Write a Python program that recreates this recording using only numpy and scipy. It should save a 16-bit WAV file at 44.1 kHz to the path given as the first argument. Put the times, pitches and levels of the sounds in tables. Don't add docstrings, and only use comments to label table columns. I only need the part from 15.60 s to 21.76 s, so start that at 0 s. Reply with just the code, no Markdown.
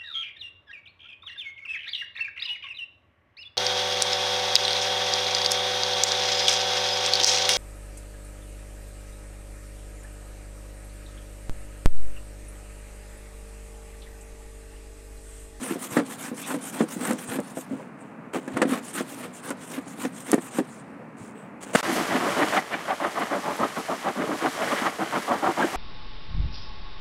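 import sys
import numpy as np
from scipy import signal
from scipy.fft import rfft, irfft
from scipy.io import wavfile
from scipy.ndimage import map_coordinates

SR = 44100
rng = np.random.default_rng(int(sys.argv[2]) if len(sys.argv) > 2 else 0)


def persist_wave(psi):
    counts = np.round(np.clip(psi, -1, 1) * 32767).astype(np.int16)
    wavfile.write(sys.argv[1], SR, np.atleast_2d(counts).T)


N = 271656
TIME = np.arange(N) / SR
TOP_HZ = 15700

# start t/s, end t/s, hiss level/dB, level/dB of the weight leant on it
BROOM_PUSHES = [(-.015, 0.178, -38.5, -1.5), (0.284, 0.43, -39.5, 2.5), (0.562, 0.714, -40.5, -3),
                (0.841, 0.975, -37.5, 0), (1.11, 1.253, -40, 3), (1.359, 1.568, -38.5, 3.5),
                (1.654, 1.797, -41, 4.5), (1.936, 2.055, -45.5, -24), (2.878, 3.108, -53.5, 20),
                (3.066, 3.207, -40, 8.5), (3.326, 3.435, -36, 2.5), (3.542, 3.693, -45, 7),
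                (3.819, 3.938, -45, 6), (4.085, 4.207, -43, 3), (4.357, 4.497, -43, 3.5),
                (4.642, 4.777, -42, 5), (4.904, 5.023, -43.5, 2)]
# start t/s, end t/s, hiss level/dB
BROOM_PULLS = [(0.174, 0.283, -40), (0.445, 0.566, -42), (0.736, .845, -41), (1.003, 1.116, -40.5),
               (1.274, 1.365, -39.5), (1.559, 1.663, -41.5), (1.812, 1.943, -49.5), (3.22, 3.328, -42),
               (3.456, 3.554, -41.5), (3.724, 3.816, -46.5), (3.965, 4.106, -47), (4.248, 4.361, -47),
               (4.518, 4.651, -45.5), (4.796, 4.904, -45), (5.0, 5.238, -55)]
# f/Hz, level/dB
HISS_TONE = [(100, -43), (1500, -11), (3000, -4.5), (4700, -11), (6000, -5.5), (7300, -1), (8900, 2.5),
             (10000, -5.5), (11000, -23), (13000, -20), (15500, -36.5)]
# f/Hz, level/dB
SIZZLE_TONE = [(100, -47), (7000, -28.5), (9500, -2), (10700, 1), (12800, 5.5), (14000, 0.5), (15500, -6.5)]
# f/Hz, level/dB
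RASP_TONE = [(50, -40), (150, -18), (350, -1.5), (520, -13), (700, -3.5), (1100, 4), (1900, 1),
             (2500, -3.5), (3500, -8), (5000, -17), (9000, -49)]
# f/Hz, level/dB, time to fade by 60 dB t/s
PANEL_NOTES = [(148, -42.5, .07), (197, -22, 0.17), (248, 4, 0.093), (265.3, -4, 0.38), (281.2, 6.5, 0.055),
               (341, -1, 0.099), (410, -3, 0.077), (476.5, 0, 0.085), (477, -22, 0.076), (625, -5.5, 0.05),
               (719, -12.5, 0.16), (858, -30, 0.074)]
# f/Hz, level/dB
BACKGROUND_TONE = [(25, -38), (55, -30), (90, -16), (130, -4.5), (200, 1), (265, 2), (350, -10),
                   (520, -9.5), (700, -11), (1100, -12.5), (2000, -19.5), (2700, -26), (3300, -41.5),
                   (5200, -48), (8500, -45), (15000, -59)]
# t/s, thud level/dB, crack level/dB on top of that, judder t/s
BLOWS = [(0.015, -21.5, -28, 0.0053), (0.109, -15.5, -20, 0.0068), (0.157, -20, -25, 0.0064),
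         (0.368, -5.5, -9, 0.013), (0.395, -16.5, -8.5, 0.0058), (0.715, -20, -24, 0.0071),
         (0.906, -28.5, 4, 0.0047), (0.943, -16, -13.5, 0.01), (1.206, -6, -15, 0.01),
         (1.363, -20.5, -39, 0.005), (1.41, -21.5, -36, 0.0041), (1.482, -14.5, -29, 0.01),
         (1.507, -11.5, -9.5, 0.017), (1.757, -21.5, -22, 0.0096), (1.787, -15.5, -15.5, 0.0062),
         (1.971, -19.5, -14.5, 0.0062), (2.11, -18.5, -26, 0.0085), (2.132, -19.5, -40, 0.0082),
         (2.755, -15.5, -10.5, 0.0078), (2.877, -21, -10, 0.013), (2.968, -16, -5, 0.022),
         (3.017, -8.5, -1.5, 0.0084), (3.052, -9, -21, 0.031), (3.1, -11.5, -22, .007),
         (3.407, -14.5, -18, 0.0026), (3.906, -20, -4.5, 0.0083), (4.178, -21.5, -13, 0.0072),
         (4.269, -27, -14, 0.0023), (4.449, -14, -12, 0.0057), (4.73, -6, -9.5, 0.0058),
         (4.739, -7.5, -22, 0.0028), (4.78, -16.5, -15, 0.0029), (4.986, -8.5, -13.5, 0.0073),
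         (6.15, -5, 0, 0.0045)]
# f/Hz, level/dB
CRACK_TONE = [(60, -34), (200, -17), (500, 9), (800, 0.5), (1250, 4.5), (1850, 2.5), (2500, -5.5),
              (4000, -15.5), (6000, -19.5), (9000, -14.5), (15000, -51.5)]
# t/s, level/dB
FOOTFALLS = [(0.315, -35.5), (1.687, -34), (2.940, -31), (5.61, -37.5)]
# middle t/s, half length t/s, middle f/Hz, width f/Hz, level/dB
WATER_SQUIRTS = [(0.844, 0.019, 2490, 350, -43), (0.845, 0.016, 3560, 400, -46),
                 (2.202, 0.0067, 585, 350, -37), (2.416, 0.012, 8200, 1300, -56),
                 (5.41, 0.011, 482, 119, -42), (5.798, 0.034, 8140, 800, -60.5)]
# start t/s, end t/s, fizz level/dB, squelch level/dB
CLOTH_MOVES = [(2.08, 2.298, -60, -51.5), (2.365, 2.58, -69, -59.5), (2.731, 2.804, -44.5, -32.5),
               (2.797, 2.958, -57, -52.5), (5.565, 5.743, -54.5, -57), (5.74, 5.922, -69, -54),
               (6.006, 6.03, -50, -47), (6.025, 6.057, -39.5, -46.5), (6.054, 6.182, -50, -45),
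               (6.131, 6.26, -32.5, -33.5)]
# f/Hz, level/dB
FIZZ_TONE = [(1500, -4), (3000, -5), (4200, -8), (5500, -8.5), (7000, -0.5), (8700, 1), (10000, -6),
             (12000, -20), (15500, -20)]
# f/Hz, level/dB
SQUELCH_TONE = [(50, -21), (150, -11), (400, 14.5), (800, 4.5), (1800, -4), (3000, -7), (5000, -27),
                (9000, -27)]
# t/s, level/dB
BRISTLE_SNAPS = [(1.474, -12.5), (1.511, -10.5), (1.533, -15), (1.803, -21), (2.879, -29), (2.975, -19),
                 (3.020, -13), (3.905, -14), (4.717, 0.5), (4.744, -8.5), (4.985, -22)]
# f/Hz, level/dB
SNAP_TONE = [(100, -53), (1000, -2), (4000, -14), (7000, 0), (9500, -3), (12500, -7), (16000, -19)]


def undb(db):
    return 10 ** (np.asarray(db) / 20)


def unit(x):
    return x / np.sqrt(np.mean(x ** 2))


def add(track, s, sound):
    i = max(int(s * SR), 0)
    track[i:i + len(sound)] += sound[:max(N - i, 0)]


def colour(x, tone, size=4096):
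    hz, db = np.transpose(tone)
    grid_hz = np.maximum(np.fft.rfftfreq(size, 1 / SR), 1)
    gain = undb(np.interp(np.log(grid_hz), np.log(hz), db))
    folded = irfft(np.log(gain))
    folded[1:size // 2] *= 2
    folded[size // 2 + 1:] = 0
    tap_response = irfft(np.exp(rfft(folded)))
    return signal.fftconvolve(x, tap_response)[:len(x)]


def band(x, hz, width_hz):
    edges = np.clip([hz - width_hz / 2, hz + width_hz / 2], 20, .49 * SR)
    return signal.sosfilt(signal.butter(2, edges, "band", fs=SR, output="sos"), x)


def wander(rate):
    return 1.2 * np.interp(TIME * rate, np.arange(N), rng.standard_normal(N))


def ticks(rate, spread_db):
    clicks = (rng.random(N) < rate / SR) * rng.choice([-1, 1], N)
    sizes = undb(spread_db * np.clip(rng.standard_normal(N), -3, 3))
    return unit(clicks * sizes)


def swing(start, end, peak, fullness=0.8):
    top = start + peak * (end - start)
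    return np.sin(np.pi / 2 * np.interp(TIME, [start, top, end], [0, 1, 0])) ** fullness


def linger(gain, tail_s):
    keep = np.exp(-1 / (tail_s * SR))
    return np.sqrt(signal.lfilter([1 - keep], [1, -keep], gain ** 2))


def strokes(suds_db=-14, suds_s=0.081, brisk_db=-42):
    hiss, rasp, drum = np.zeros((3, N))
    for start, end, db in BROOM_PULLS:
        speed = undb(db) * swing(start, end, peak=0.66)
        own_weight = undb(-5.5) * speed
        hiss += speed
        rasp += own_weight
        drum += own_weight
    for start, end, db, weight_db in BROOM_PUSHES:
        hiss += undb(db) * swing(start, end, peak=0.41)
        load = undb(db) * swing(start, end, peak=0.54, fullness=1.23)
        rasp += undb(0.54 + 0.45 * weight_db) * load
        drum += undb(weight_db) * load
    sizzle = undb(-48.5) * (hiss / undb(brisk_db)) ** 1.55
    gains = np.array([hiss, sizzle, rasp, drum])
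    return np.hypot(gains, undb(suds_db) * linger(gains, suds_s))


def shimmer(x, depth_db, rate, bands=16):
    hz = np.fft.rfftfreq(N, 1 / SR)
    place = np.interp(np.sqrt(hz), np.sqrt([0, TOP_HZ]), [0, bands - 1])
    spectrum, out = rfft(x), np.zeros(N)
    for k in range(bands):
        share = np.maximum(1 - abs(place - k), 0)
        out += irfft(spectrum * share, N) * undb(depth_db * wander(rate))
    return unit(out)


def panel_ring(scatter_db, detune, low_cut_hz=155, high_cut_hz=1600, size=11000):
    hz, db, fade_s = np.transpose(PANEL_NOTES)[:, :, None]
    t = np.arange(size) / SR
    strength, shift = rng.standard_normal((2, len(PANEL_NOTES), 1))
    fades = undb(db + scatter_db * strength) * np.exp(-np.log(1000) * t / fade_s)
    ring = np.sum(fades * np.cos(2 * np.pi * hz * (1 + detune * shift) * t), axis=0)
    ring = signal.sosfilt(signal.butter(2, high_cut_hz, fs=SR, output="sos"), ring)
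    return signal.sosfilt(signal.butter(4, low_cut_hz, "high", fs=SR, output="sos"), ring)


def scrubbing():
    hiss_gain, sizzle_gain, rasp_gain, drum_gain = strokes()
    tufts = wander(170)
    slips = ticks(10000, spread_db=2.5) * undb(2 * tufts)
    hiss = undb(-0.76) * hiss_gain * shimmer(colour(slips, HISS_TONE), depth_db=3, rate=35)
    sizzle = sizzle_gain * shimmer(colour(slips, SIZZLE_TONE), depth_db=3.5, rate=28)
    rubs = ticks(2500, spread_db=2) * undb(2.5 * tufts)
    fold_pops = undb(-12.5) * ticks(90, spread_db=2.5)
    rasp = undb(0.6) * rasp_gain * shimmer(colour(rubs + fold_pops, RASP_TONE), depth_db=1.5, rate=30)
    ring = panel_ring(scatter_db=1.5, detune=0)
    taps = undb(3) * drum_gain * ticks(900, spread_db=1)
    drumming = signal.fftconvolve(taps, ring / np.linalg.norm(ring))[:N]
    bubbles = unit(band(ticks(2200, spread_db=1.5), hz=3200, width_hz=3400))
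    lather = undb(-15.5) * linger(hiss_gain, tail_s=0.1) * bubbles
    return hiss + sizzle + lather + rasp + drumming


def panel_echo(x, lag_s=0.0016, sway=0.35, echo_db=-15):
    detour_s = lag_s * np.exp(sway * wander(5))
    echo = undb(echo_db) * map_coordinates(x, [(TIME - detour_s) * SR], order=3)
    return (x + echo) / np.sqrt(1 + undb(echo_db) ** 2)


def background(level_db=-42.5):
    return undb(level_db + 0.37 * wander(14)) * unit(colour(rng.standard_normal(N), BACKGROUND_TONE))


def knocks(crack_swell_s=0.0018, crack_fade_s=0.0087, damping_s=0.034, size=4000):
    out, t = np.zeros(N), np.arange(size) / SR
    for s, thud_db, crack_db, judder_s in BLOWS:
        grain, splash = rng.standard_normal((2, size))
        contact_s = 0.00033 * undb(-0.52 * (crack_db + 19))
        push = t / contact_s * np.exp(-t / contact_s)
        judder = grain * t * np.exp(-t / judder_s)
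        force = push + signal.fftconvolve(judder / np.linalg.norm(judder), push)[:size]
        ring = panel_ring(scatter_db=4, detune=0.047)
        ring *= np.exp(-np.arange(len(ring)) / SR / damping_s)
        thud = signal.fftconvolve(force, ring)
        swell = 1 - np.exp(-t / crack_swell_s)
        crack = unit(colour(splash, CRACK_TONE)) * swell * np.exp(-t / crack_fade_s)
        add(out, s, undb(thud_db + 20) * thud / np.linalg.norm(thud))
        add(out, s, undb(thud_db + crack_db) * crack)
    return out


def footsteps(hz=125, swell_s=0.0065, size=4000):
    out, t = np.zeros(N), np.arange(size) / SR
    thump = t / swell_s * np.exp(1 - t / swell_s) * np.sin(2 * np.pi * hz * t)
    for s, db in FOOTFALLS:
        add(out, s, undb(db) * thump)
    return out


def wet_cloth():
    fizz = unit(colour(ticks(2000, spread_db=3.5), FIZZ_TONE))
    squelch = unit(colour(ticks(1500, spread_db=6), SQUELCH_TONE))
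    out = np.zeros(N)
    for s, half_s, hz, width_hz, db in WATER_SQUIRTS:
        swell = np.exp(-((TIME - s) / half_s) ** 2 / 2)
        out += undb(db) * swell * unit(band(rng.standard_normal(N), hz, width_hz))
    for start, end, fizz_db, squelch_db in CLOTH_MOVES:
        grip = swing(start, end, peak=0.18)
        out += grip * (undb(fizz_db) * fizz + undb(squelch_db + 4.5) * squelch)
    return out


def bristle_snaps(tick_hz=9500, tick_s=0.000092, rattle_db=-17, rattle_s=0.0016, size=1500):
    out, t = np.zeros(N), np.arange(size) / SR
    tick = 1.3 * np.exp(-t / tick_s) * np.sin(2 * np.pi * tick_hz * t)
    for s, db in BRISTLE_SNAPS:
        rattle = undb(rattle_db) * np.exp(-t / rattle_s) * rng.standard_normal(size)
        add(out, s, undb(db) * (tick + rattle))
    return undb(3) * colour(out, SNAP_TONE)


def scene():
    broom_and_cloth = panel_echo(scrubbing() + wet_cloth())
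    return (broom_and_cloth + knocks() + bristle_snaps() + footsteps() + background())[None]


def record(dry, low_cut_hz=55):
    thin = signal.sosfilt(signal.butter(1, low_cut_hz, "high", fs=SR, output="sos"), dry)
    rounded = 0.8 * np.tanh(thin / 0.8)
    return signal.sosfilt(signal.ellip(8, 0.2, 80, TOP_HZ, fs=SR, output="sos"), rounded)


dry = scene()
out = record(dry)
persist_wave(out)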